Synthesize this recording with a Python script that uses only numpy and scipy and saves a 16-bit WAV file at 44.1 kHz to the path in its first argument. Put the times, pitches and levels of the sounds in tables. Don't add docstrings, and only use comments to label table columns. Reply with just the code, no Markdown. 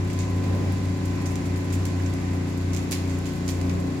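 import sys
import numpy as np
from scipy import signal
from scipy.fft import rfft, irfft
from scipy.io import wavfile
from scipy.ndimage import uniform_filter1d

SR = 44100
rng = np.random.default_rng(int(sys.argv[2]) if len(sys.argv) > 2 else 0)


def file_out(sig):
    cols = np.atleast_2d(sig).T
    lim = np.clip(cols, -1, 1)
    pcm = np.round(lim * 32767).astype(np.int16)
    wavfile.write(sys.argv[1], SR, pcm)


N = 176400
T = np.arange(N) / SR
BUBBLE_RISE = 6

# (frequency [Hz], relative level [dB])
SPLASH_COLOUR = [(400, -20), (1300, -11), (2300, 1.5), (3300, -1), (4500, -1), (6000, 3), (7400, 2),
                 (8500, -2), (11000, -5), (14000, -9.5), (16000, -16)]


def undb(db):
    return 10 ** (np.asarray(db) / 20)


def level(x, db):
    return x * undb(db) / np.sqrt(np.mean(x ** 2))


def pan(db):
    return undb(np.array([[db], [-db]]) / 2)


def wander(rate_hz):
    hold = int(SR / rate_hz)
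    steps = np.repeat(rng.standard_normal(N // hold + 2), hold)
    return level(uniform_filter1d(uniform_filter1d(steps, hold), hold)[:N], 0)


def colour(x, points, tilt_db=0, ripple_db=0, slap_db=0):
    n = x.shape[-1]
    bins = np.fft.rfftfreq(n, 1 / SR)
    octave = np.log2(np.maximum(bins, 1))
    hz, db = np.array(points).T
    ripple = ripple_db * np.interp(bins / 600, np.arange(64), rng.standard_normal(64))
    slap = slap_db * np.exp(-.5 * ((octave - np.log2(6250)) / .17) ** 2)
    tilt = tilt_db * np.maximum(octave - np.log2(6000), -2)
    gain = level(undb(np.interp(octave, np.log2(hz), db) + ripple + slap + tilt), 0)
    cepstrum = irfft(np.log(gain), n) * (1 + np.sign(np.fft.fftfreq(n)))
    return irfft(rfft(x) * np.exp(rfft(cepstrum)), n)


def wide_noise(points, wide_hz=585):
    mid, side = rfft(rng.standard_normal((2, N)))
    side = side * np.clip(np.fft.rfftfreq(N, 1 / SR) / wide_hz, .08, 1)
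    return colour(irfft(np.array([mid + side, mid - side]), N), points)


def water_noise(size, share=.045):
    left, right, both = rng.standard_normal((3, size))
    return np.sqrt(1 - share) * np.array([left, right]) + np.sqrt(share) * both


def bursts(hits, decay_s):
    return signal.lfilter([1], [1, -np.exp(-1 / (decay_s * SR))], hits) * water_noise(len(hits))


def droplets(size, per_s, spread_db):
    lands = rng.random(size) < per_s / SR
    strength = undb(spread_db * np.minimum(rng.exponential(size=size), 5))
    return level(bursts(lands * strength, decay_s=.00077), 0)


def air(db=-37.5):
    # (frequency [Hz], relative level [dB])
    air_colour = [(20, -10), (38, -12), (60, -12), (100, -1.5), (150, -2), (220, 2.5), (290, -3), (400, -6),
                  (520, -12), (800, -13.5), (1050, -15.5), (1350, -21), (1700, -20), (2100, -18),
                  (2600, -19.5), (3200, -32), (6000, -32.5), (16000, -57.5)]
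    return undb(db + wander(6.3)) * wide_noise(air_colour)


def tree_patter(drips_per_s=69):
    # (frequency [Hz], relative level [dB])
    melt_colour = [(1000, -11), (2200, -4.5), (3300, 2), (4600, 0.5), (5600, -0.5), (7300, -2), (8300, -10),
                   (11000, -9), (14000, -19), (16000, -22)]
    hiss = undb(-50 + .43 * wander(4.3)) * water_noise(N)
    patter = undb(-59) * droplets(N, per_s=250, spread_db=1.5)
    hits = (rng.random(N) < drips_per_s / SR) * rng.uniform(.38, 1, N)
    far_drips = level(bursts(hits, decay_s=.0091), -60)
    return colour(hiss + patter, melt_colour) + colour(far_drips, SPLASH_COLOUR, tilt_db=6)


def plane():
    # (time [s], rate [Hz])
    blade_rate = [(0, 96.1), (1, 94.5), (2, 93.04), (3, 91.82), (4, 90.55)]
    # (time [s], first [dB], second [dB], third [dB])
    tone_levels = [(0, -28.5, -50, -67), (.5, -24.5, -44.5, -38), (1, -27.5, -37, -46),
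                   (1.4, -29.5, -69, -40), (1.85, -25, -66, -39), (2.3, -28.5, -56, -44.5),
                   (2.7, -28, -62, -45), (3.3, -31, -51, -41.5), (3.75, -29, -37.5, -35.5),
                   (4, -30.5, -36, -38)]
    # (peak time [s], half width [s], level [dB])
    swells = [(0.555, 0.16, -36), (3.73, 0.18, -36.5)]
    # (frequency [Hz], relative level [dB])
    roar_colour = [(60, -25), (140, -10), (220, -3), (330, -13.5), (480, -11.5), (750, -20.5),
                   (1200, -30.5), (3000, -52)]
    phase = 2 * np.pi * np.cumsum(np.interp(T, *np.array(blade_rate).T)) / SR
    times, *levels = np.array(tone_levels).T
    tones = sum(undb(np.interp(T, times, db)) * np.sin((k + 1) * phase + .28 * k * wander(9.8))
                for k, db in enumerate(levels))
    shaft = undb(-51.5) * np.sin(phase * 2 / 3)
    swell = sum(undb(db) * np.exp(-.5 * ((T - at) / width) ** 2) for at, width, db in swells)
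    return np.sqrt(2) * (tones + shaft) + swell * wide_noise(roar_colour)


def engine_hum(shaft_hz):
    # (multiple of the shaft rate [rounded below], level [dB], left minus right [dB])
    tones = [(2, -46.5, 13), (3, -38, 3), (4, -45.5, 7.5), (5, -36.5, 3), (6, -35.5, -1), (7, -44.5, 3),
             (8, -48, 4), (9, -35.5, 3.5), (10, -40.5, 3), (11, -49, 9.5), (12, -42.5, 4), (13, -48, 10),
             (14, -53.5, -5.5), (15, -59.5, 6), (17, -58, -2), (18, -55, 8), (19, -53.5, -2),
             (22, -56.5, 4), (25, -60, 10.5), (26, -58, -1), (36, -55, 2), (51, -66.5, 18.5),
             (67.74, -60.5, 8.5)]
    out = 0
    for multiple, db, pan_db in tones:
        multiple = round(multiple)
        hz = multiple * shaft_hz
        scatter = min(hz / 650, 1)
        start_phase = rng.uniform(0, 2 * np.pi) * (multiple > 3)
        ear_shift = scatter ** 2 * np.array([[.7], [-.7]])
        waver_db = (.5 + scatter ** 2) * wander(4.77)
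        phase = 2 * np.pi * hz * T + start_phase + ear_shift + .24 * scatter * wander(6.09)
        out = out + undb(db + waver_db) * pan(pan_db) * np.cos(phase)
    return np.sqrt(2) * out


def engine_whine(hz=1015):
    # (time [s], level [dB])
    loudness = [(0, -51.5), (.24, -47), (.6, -48.5), (1.0, -52.5), (1.22, -49), (1.8, -51), (2.66, -56),
                (4, -55.5)]
    ear_shift = np.array([[.3], [-.3]])
    phase = 2 * np.pi * hz * T + ear_shift + .2 * wander(4)
    return np.sqrt(2) * undb(np.interp(T, *np.array(loudness).T)) * np.sin(phase)


def engine_buzz(shaft_hz, size=2048):
    # (frequency [Hz], typical level of each [dB])
    overtones = [(500, -67), (800, -63), (1200, -68), (1600, -66), (2200, -74.5), (2600, -85)]
    hz, db = np.array(overtones).T
    gain = np.interp(np.arange(size // 2 + 1) * shaft_hz, hz, undb(db), left=0, right=0)
    one_turn = irfft(rfft(rng.standard_normal((2, size))) * gain) * np.sqrt(size / 2)
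    position = (shaft_hz * T + .0016 * wander(4.05)) * size
    return np.array([np.interp(position, np.arange(size), ear, period=size) for ear in one_turn])


def bubble_ring(hz, age):
    return np.sin(2 * np.pi * hz * age * (1 + BUBBLE_RISE * age))


def plops(decay_s=.0039):
    # (time [s], starting pitch [Hz], level [dB])
    drops = [(2.000, 1560, -44), (2.002, 1900, -38.5)]
    out = 0
    for at, hz, db in drops:
        age = np.maximum(T - at, 0)
        out = out + undb(db) * np.sqrt(2) * np.exp(-age / decay_s) * bubble_ring(hz, age)
    return out


def splash_bubbles(t, within_s, count=8, low_hz=2100, high_hz=7500, decay_cycles=8):
    out = 0
    for pitch, wait, strength in rng.random((count, 3)):
        hz = low_hz * (high_hz / low_hz) ** pitch
        age = np.maximum(t - wait * within_s, 0)
        fade = np.exp(-wait - age * hz / decay_cycles)
        ear_gains = rng.standard_normal((2, 1))
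        out = out + strength * fade * bubble_ring(hz, age) * ear_gains
    return out


def wall_echo(x, t, delay_s=.006, fade_60db_s=.39, dull_hz=8200, db=-7.5):
    tail = rng.standard_normal((2, len(t))) * np.exp(-np.log(1000) * t / fade_60db_s) * (t > delay_s)
    tail = signal.lfilter(*signal.butter(1, dull_hz, fs=SR), tail)
    tail = level(tail, db) / np.sqrt(len(t))
    return signal.fftconvolve(x, tail, axes=1)[:, :x.shape[1]]


def near_drips(size=16384, impact_decay_s=.0021, spray_rise_s=.0022):
    # (time [s], impact [relative dB], spray [relative dB], spray decay [s],
    # brightness [dB per octave], wet slap [dB])
    drops = [(.101, -35, -36.5, .012, -3, 0), (.13, -38, -42, .012, 0, -2),
             (.189, -29, -36.5, 0.038, -3.5, 4.5), (.437, -37, -39.5, .02, -4, -2),
             (.722, -36, -41, .008, 5, -5), (1.055, -37.5, -40, .011, 8, 2),
             (1.258, -37, -34, 0.016, -1, 2), (1.356, -28.5, -38, 0.011, -1, -1),
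             (1.455, -45, -42, .021, 3, -3), (1.560, -34, -41, .009, -4, -2),
             (1.644, -43, -43, 0.0099, 4, 0), (1.702, -40, -38, .012, -5, -2),
             (1.726, -34, -33, .018, 2.5, -5), (1.742, -39, -40, .008, 4, -3),
             (1.854, -26.5, -33, 0.007, 1, -1), (1.865, -35, -42, .005, -1, -1),
             (2.061, -34.5, -36, .0068, -3, 5), (2.137, -35, -43, .0088, 4, 1),
             (2.576, -42, -46, .006, 6, 0), (2.733, -29, -37, .011, -1, 5),
             (2.741, -32, -40, 0.0067, -1, 1), (2.748, -29, -39, .006, -1, 3),
             (2.764, -29, -38, 0.01, 2, 2), (2.771, -28.5, -39, 0.016, -1.5, 2),
             (2.911, -26, -29.5, 0.02, 4.5, -3), (2.919, -22.5, -26.5, 0.024, -2, -1),
             (3.096, -35, -41, 0.025, -2.5, 0), (3.188, -39, -49, .0054, 8, -2),
             (3.256, -35, -38, 0.044, -2.5, -3), (3.334, -38, -50, .005, 15, 0),
             (3.479, -26, -31, 0.016, 1, 1), (3.489, -27, -30, 0.014, -3, 2), (3.499, -37, -36, .013, 8, 0),
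             (3.613, -34, -37, .0066, -1, 0), (3.696, -33, -37.5, 0.013, -4, 0)]
    out = np.zeros((2, N + size))
    t = np.arange(size) / SR
    for at, impact_db, spray_db, decay_s, tilt_db, slap_db in drops:
        impact = undb(impact_db) * np.exp(-t / impact_decay_s) * water_noise(size)
        spray_shape = (1 - np.exp(-t / spray_rise_s)) * np.exp(-t / decay_s)
        spray = undb(spray_db) * spray_shape * droplets(size, per_s=5000, spread_db=.5)
        splash = colour(impact + spray, SPLASH_COLOUR, tilt_db, ripple_db=1.5, slap_db=slap_db)
        bubbles = undb(spray_db - 10) * splash_bubbles(t, decay_s)
        start = int(at * SR)
        out[:, start:start + size] += splash + bubbles
    return 2 * undb(-8) * (out + wall_echo(out, t))[:, :N]


def from_right(x):
    # (frequency [Hz], left minus right [dB])
    balance = [(1000, -21), (2300, 6.5), (2900, -2.5), (3500, -4.5), (4700, -8.5), (5400, -2.5), (6300, -5),
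               (7300, -14), (8100, -4.5), (9200, -6), (10500, -1.5), (12500, -3), (14500, -1)]
    db = np.interp(np.fft.rfftfreq(N, 1 / SR), *np.array(balance).T)
    return irfft(rfft(x) * undb(np.array([db, -db]) / 2), N)


def scene(shaft_hz=29.83):
    engine = engine_hum(shaft_hz) + engine_whine() + engine_buzz(shaft_hz)
    background = engine + plane() + air()
    water = near_drips() + tree_patter() + plops()
    return background + from_right(water)


def record(dry, top_hz=16000):
    return signal.sosfilt(signal.ellip(10, .2, 80, top_hz, fs=SR, output="sos"), dry)


dry = scene()
out = record(dry)
file_out(out)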